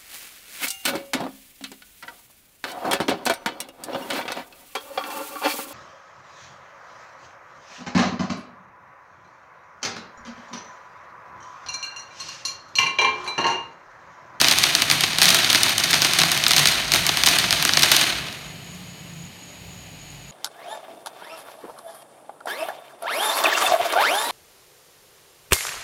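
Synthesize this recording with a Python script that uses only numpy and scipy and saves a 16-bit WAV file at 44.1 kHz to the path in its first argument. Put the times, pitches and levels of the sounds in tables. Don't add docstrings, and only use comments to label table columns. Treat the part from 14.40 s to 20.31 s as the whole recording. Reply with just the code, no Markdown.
import sys
import numpy as np
from scipy import signal
from scipy.fft import rfft, irfft, next_fast_len
from scipy.io import wavfile
from scipy.ndimage import map_coordinates

SR = 44100
rng = np.random.default_rng(int(sys.argv[2]) if len(sys.argv) > 2 else 0)


def put_to_file(sound):
    columns = np.atleast_2d(sound).T
    safe = np.clip(columns, -1, 1)
    whole_steps = np.round(safe * 32767)
    wavfile.write(sys.argv[1], SR, whole_steps.astype(np.int16))


N = 260631


def pops():
    # (time [s], strength [dB], treble [dB], body [dB])
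    stars = [(0.0139, 3, -10, -12.5), (0.0379, -14, -12, 0), (0.0442, 1.5, -22, -8.0),
             (0.0839, 3.5, -12, -27), (0.112, -1, -9, -14), (0.1153, -7, -12, -5), (0.1227, -5.5, -7, -14),
             (0.1856, -3.5, -3.5, -24), (0.233, -9, -4, -16), (0.2377, 2.5, -12, -15), (0.242, -9, -9, -7),
             (0.3507, 5, -13, -21), (0.4202, 1, -11.5, -13.5), (0.4996, -3.5, -3.5, -9.5),
             (0.5125, 3, -16, -17), (0.5162, -12, -13, -9), (0.5225, -15, 1, -10), (0.6079, -3, -6.5, -18),
             (0.6364, -0.5, -12.5, -6.5), (0.7848, -1.5, -9.5, -10.5), (0.8166, 1, -10, -8.5),
             (0.8212, 1, -11, -10), (0.8293, -1.5, -5, -18), (0.8323, -6.0, -4, -13),
             (0.8394, -11, -14, -14), (0.8422, -9, 0, -18), (0.8474, -7, -9.0, -18),
             (0.8501, -16, -11.0, -9), (0.8554, 0.5, -9.5, -17), (0.883, 1.5, -21, -25),
             (0.8883, -1.5, -4.5, -18), (0.8916, -12, 2, -22), (0.9038, 0.5, -10, -33),
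             (0.9402, -10, -12, -22), (0.9451, -3.5, 0.5, -4.5), (0.9498, -14, -9, -16),
             (1.0206, -10, -19, -10), (1.0452, -3.5, -14, -14), (1.1001, -2.5, -10, -11),
             (1.1034, -3, -10, -16), (1.1057, -12, -9, -14), (1.1291, -1.5, -7, -11.0), (1.147, -3, -7, -4),
             (1.1536, -3.5, -13.0, -9), (1.157, 0.5, -10.5, -11), (1.2326, 2, -6.5, -29),
             (1.2635, -13, -7, 1), (1.2935, -9.5, -2.5, -10), (1.3806, -2.5, -6, -18),
             (1.4, -7.0, -9.0, -21), (1.4371, -3.5, -9, -17), (1.4407, -6.5, -6.5, -10),
             (1.5086, -12, 6.5, -15), (1.5303, -1, -14, -9), (1.5376, -5.5, -13.0, -0.5),
             (1.542, 2, -12, -15), (1.6193, -0.5, -11, -16.0), (1.6239, -6, -9, -11),
             (1.6468, 1, -10.5, -10.5), (1.6536, -9, -14.0, -5), (1.7348, -3.5, -7.5, -11.5),
             (1.7874, -2.5, -4, -7), (1.7906, -6, -15, -7), (1.7997, -3, -19, -15),
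             (1.8162, 1.5, -13, -9.5), (1.8344, -3.5, -6.5, -4), (1.9171, -7.5, -1, -11),
             (1.9223, -15, -9, -16), (1.9753, -10, -4, -9), (2.0381, -1, -13, -29),
             (2.065, 2.5, -33, -13.5), (2.0816, -9, 4, -27), (2.1078, 0.5, -9.5, -9.5),
             (2.1162, -2, -10, -17), (2.1339, -0.5, -12, -13), (2.1641, 0, -4.5, -12),
             (2.168, -5.5, -8, -9.0), (2.181, -1, -5, -11), (2.1928, -8.5, 2, -2), (2.2559, 1.5, -7.5, -12),
             (2.2717, 0.5, -8.5, -22), (2.285, -3, -8.0, -22), (2.519, -0.5, -8.5, -14.5),
             (2.5371, -1.5, -2.5, -8.5), (2.5455, -4, -10, -6), (2.559, -2, -6.5, -9),
             (2.6659, -3.0, -2, -13), (2.6686, -15.5, -9, -6), (2.6914, -3, -12, -4.5),
             (2.6937, -11, -18, -8), (2.7713, -6.5, -2, -8), (2.8357, 0, -6.5, -11.5),
             (2.861, -3, -6.5, -17), (2.8651, -5, 3, -8), (2.8724, 1, -16, -8), (2.8865, 2.5, -8, -16),
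             (2.957, -12, -3, -17), (2.986, -5, -2.5, -12.0), (3.0393, -14.5, -23, 3.5),
             (3.048, -14, -20, -7), (3.1075, 0.5, -12, -21), (3.1266, 0, -6.5, -10.5),
             (3.2248, -6, -3, -7.5), (3.2508, -1.5, -4, -6), (3.2919, -4.5, -25, -4),
             (3.3353, -0.0, -16, -27), (3.3713, 3.5, -17, -9.5), (3.374, -3, -20, -30),
             (3.3926, -8, -0.5, -21), (3.396, -8, -16, -7), (3.423, -4.5, -5, -21), (3.4316, 4, -9.5, -14),
             (3.4355, 2.5, -18, -11), (3.516, 1, -2.5, -5.5), (3.5196, -6, -4, -10),
             (3.524, -13, -5.0, -10), (3.565, 1.5, -8.5, -36), (3.6117, -2, -10.5, -14),
             (3.7297, -17, -15, -8), (3.9266, -25, -4, -10.0), (4.348, -37, 2, -14), (4.406, -37, -10, -18),
             (5.716, -36, -7, -15)]
    s, strength_db, treble_db, body_db = np.transpose(stars)
    luck = rng.random((len(s), 2, 6))
    late = luck[:, 0] * [0.0002, 0.0012, 0.003, 0.000084, 0.0061, 0.0038]
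    sizes = np.c_[np.ones(len(s)), 0.5 + luck[:, 1, 1:]]
    at = np.round((s[:, None] + late) * SR).astype(int).ravel()

    def train(level_db, shares):
        heights = shares * sizes * amp(level_db)[:, None]
        return np.bincount(at, heights.ravel(), N)

    def high(hz):
        return 1 / (1 + (7200 / (hz + 1)) ** 6)

    def low(hz):
        return 1 / (1 + (hz / 2200) ** 4)

    shock = [1, 0.4, 0.51, 0.1, 0, 0.12]
    treble_shock = [1, 1.0, 0.39, 0.77, 0.69, 0.53]
    crack = filtered(train(strength_db + 10.5, shock), lambda hz: 1 - high(hz) - low(hz))
    treble = filtered(train(strength_db + treble_db + 15, treble_shock), high)
    body = filtered(train(strength_db + body_db + 18.5, shock), low)
    return crack + treble + body


def sparks():
    # (time [s], level [dB])
    swarm = [(0.0, -24.5), (0.55, -38), (0.95, -29), (1.37, -35), (1.55, -29), (2.2, -32), (2.75, -37),
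             (3.45, -29.5), (3.78, -39.5), (3.97, -52), (4.1, -55)]
    far_hz = 7050
    fires = rng.random(N) < 400 * amp(3 * wobble(40)) / SR
    sizes = amp(10 * rng.random(N))
    dulled = unit(filtered(fires * sizes, lambda hz: 1 / np.sqrt(1 + (hz / far_hz) ** 2)))
    heard = np.arange(N) < swarm[-1][0] * SR
    return dulled * amp(curves(swarm)[0]) * heard


def street(shocks):
    # (frequency [Hz], time to fall 60 dB [s], level [dB])
    echoes = [(290, 1.1, 3.5), (965, 1.04, 0), (2750, 1.11, 1.5), (4160, 0.84, -0.5), (5340, 0.63, -7),
              (6100, 0.69, -1.5), (15100, 0.57, -0.5)]
    hop = 128
    hz, _, z = signal.stft(rng.standard_normal(N + SR // 10), SR, nperseg=2 * hop)
    energy = np.bincount(np.arange(N) // hop, shocks ** 2, z.shape[1])
    before = 128
    energy = np.r_[np.full(before, amp(-4) ** 2), energy]
    t = np.arange(2 * SR // hop) * hop / SR
    tail = (1 - np.exp(-t / 0.0037)) * amp(-120 * t / along(echoes, hz)[:, None])
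    tail = tail / tail.sum(1, keepdims=True) / hop
    power = np.abs(signal.fftconvolve(energy[None], tail, axes=1)[:, before:before + z.shape[1]])
    gain = amp(along(echoes, hz, order=2))[:, None] * np.sqrt(power)
    wash = signal.istft(z * gain, SR, nperseg=2 * hop)[1][:N]
    lumps = amp(0.8 * wobble(40) + 1.8 * wobble(220))
    return unit(lumps) * wash


def jet():
    # (frequency [Hz], level per Hz [dB])
    hiss_colour = [(120, -34), (220, -1), (480, -9), (720, -6.5), (900, -9.5), (1400, -13), (2900, -5),
                   (3500, -11.5), (4300, -9.5), (5900, -20), (9900, -20), (13000, -20), (14400, -35),
                   (15700, -36), (16100, -70)]
    rumble_colour = [(20, -22), (42, -6), (65, -5), (98, 4), (130, 3), (200, -0.5), (290, -36)]
    # (time [s], level [dB])
    hiss_level = [(3.9, -39), (4.15, -42), (4.8, -44.5), (5.91, -45)]
    rumble_level = [(0, -41.5), (3.6, -40), (3.9, -47), (4.85, -45.5), (5.0, -56), (5.2, -47), (5.91, -50)]
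    hum_level = [(0, -42), (.3, -40.5), (1.04, -40.5), (1.3, -50), (1.63, -35), (1.72, -50), (1.83, -34),
                 (2.05, -46), (2.2, -37), (2.3, -44), (3.3, -40), (3.8, -47), (4.1, -46.5), (4.5, -40.5),
                 (4.86, -44), (4.92, -54), (5.05, -53), (5.2, -48.5), (5.91, -49)]
    # (pitch [Hz], waver [Hz], level [dB])
    tube_hums = [(145, 4.04, -2.5), (171.7, 5.01, -3.5)]

    hum = sum(amp(db + 4 * wobble(10)) * tone(hz, waver, 14) for hz, waver, db in tube_hums)
    hum = np.sqrt(2) * amp(curves(hum_level)[0]) * hum
    rumble = noise(lambda hz: amp(along(rumble_colour, hz)))
    rumble = rumble * amp(curves(rumble_level)[0] + 2 * wobble(8.9))
    hiss = noise(lambda hz: amp(along(hiss_colour, hz)))
    hiss = hiss * amp(curves(hiss_level)[0] + 0.28 * wobble(70))
    return hum + rumble + hiss


def drone():
    # (start [s], end [s], pitch [Hz], level [dB])
    drones = [(-.1, 0.077, 56, -38), (2.3, 2.68, 54, -44), (2.75, 2.95, 56, -43), (3.08, 3.24, 56, -45),
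              (3.45, 3.57, 52, -45), (3.7, 3.85, 64, -44), (4.02, 4.12, 60, -44), (5.12, 5.35, 66.6, -51),
              (5.3, 5.6, 58, -53), (5.55, 6, 53, -51)]
    waver_hz, swell_s = 3.1, 0.062
    spells = sum(amp(db) * swell(a, b, swell_s) * tone(hz, waver_hz, 11) for a, b, hz, db in drones)
    return np.sqrt(2) * amp(2 * wobble(22)) * spells


def insects():
    # (start [s], length [s], level [dB])
    chirrs = [(3.98, .19, -57), (4.23, 0.15, -54), (4.46, .17, -61), (4.754, .14, -56), (5.005, 0.18, -56),
              (5.27, 0.21, -57), (5.58, .2, -55), (5.87, .2, -54)]
    rise_s, fade_db_per_s = 0.034, 29
    chorus_db = -52.5
    pulse = tone(41, 5.7, 3.6)
    band = noise(lambda hz: resonance(hz, 6760, 290) ** 2)
    t = np.arange(N) / SR
    phrases = sum(amp(db - fade_db_per_s * np.abs(t - s)) * swell(s, s + length, rise_s)
                  for s, length, db in chirrs)
    return (amp(chorus_db) + phrases) * unit(band * amp(2.4 * pulse))


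def faint_tones():
    # (start [s], end [s], pitch [Hz], peak level [dB])
    faint = [(4.95, 5.91, 284, -59), (4.95, 5.35, 595, -58), (5.25, 5.6, 554, -60), (5.3, 5.91, 730, -61.5)]
    return sum(amp(db) * swell(a, b, 0.08) * tone(hz, 3, 5.2) for a, b, hz, db in faint)


def amp(db):
    return 10 ** (np.asarray(db) / 20)


def unit(x):
    return x / np.sqrt(np.mean(x ** 2) + 1e-20)


def along(points, hz, order=1):
    table = np.transpose(points)
    return np.interp(np.log(hz + 1), np.log(table[0] + 1), table[order])


def curves(rows):
    s, *cols = np.transpose(rows)
    return [np.interp(np.arange(N) / SR, s, c) for c in cols]


def wobble(rate):
    knots = rng.standard_normal(int(N * rate / SR) + 4)
    return map_coordinates(knots, [np.arange(N) * rate / SR])


def swell(start, end, rise):
    t = np.arange(N) / SR
    return np.clip(np.minimum(t - start, end - t) / rise, 0, 1)


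def tone(hz, waver_hz, rate):
    return np.sin(2 * np.pi * np.cumsum(hz + waver_hz * wobble(rate)) / SR)


def filtered(x, response):
    m = next_fast_len(N + SR // 2)
    return irfft(rfft(x, m) * response(np.fft.rfftfreq(m, 1 / SR)), m)[..., :N]


def noise(response):
    return unit(filtered(rng.standard_normal(N), response))


def resonance(f, hz, width):
    return 1j * f * width / (hz * hz - f * f + 1j * f * width)


def scene():
    # (frequency [Hz], level per Hz [dB])
    blast = [(130, -18), (220, -9.5), (341, -6.5), (492, -14.5), (697, -2), (837, -6), (1180, -3.5),
             (4420, 2), (6620, -4), (7380, -12), (9200, -6.5), (10600, -13.5), (13300, -12), (15900, -25),
             (17400, -53)]
    shocks = pops() + sparks()
    echoed = shocks + amp(-1.5) * street(shocks)
    crackle = filtered(echoed, lambda hz: amp(along(blast, hz) + 6.5))
    return (crackle + jet() + drone() + insects() + faint_tones())[None]


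def record(dry):
    # (frequency [Hz], delay [ms])
    lag = [(200, 5.46), (650, 4.75), (950, 4.6), (1300, 2.41), (2250, 1.85), (3600, 0.83), (6000, 0.51),
           (12000, 0.045)]
    # (centre [Hz], width [Hz], depth [0-1])
    notches = [(2758, 74, 1), (3330, 69, 1), (7430, 43, 0.8), (10650, 570, 1), (13900, 700, 0.8)]
    top_hz, ceiling = 17600, 0.91

    def camera(hz):
        turn = np.exp(-2j * np.pi * np.cumsum(along(lag, hz) / 1000) * hz[1])
        low_cut = 1 / (1 + (32 / (hz + 1)) ** 2)
        dips = [1 - np.clip(depth, 0, 1) * resonance(hz + 1e-9, centre, width)
                for centre, width, depth in notches]
        return turn * low_cut * np.prod(dips, axis=0)

    x = filtered(dry, camera)
    x = x / (1 + np.abs(x / ceiling) ** 6) ** (1 / 6)
    return filtered(x, lambda hz: hz < top_hz)


dry = scene()
out = record(dry)
put_to_file(out)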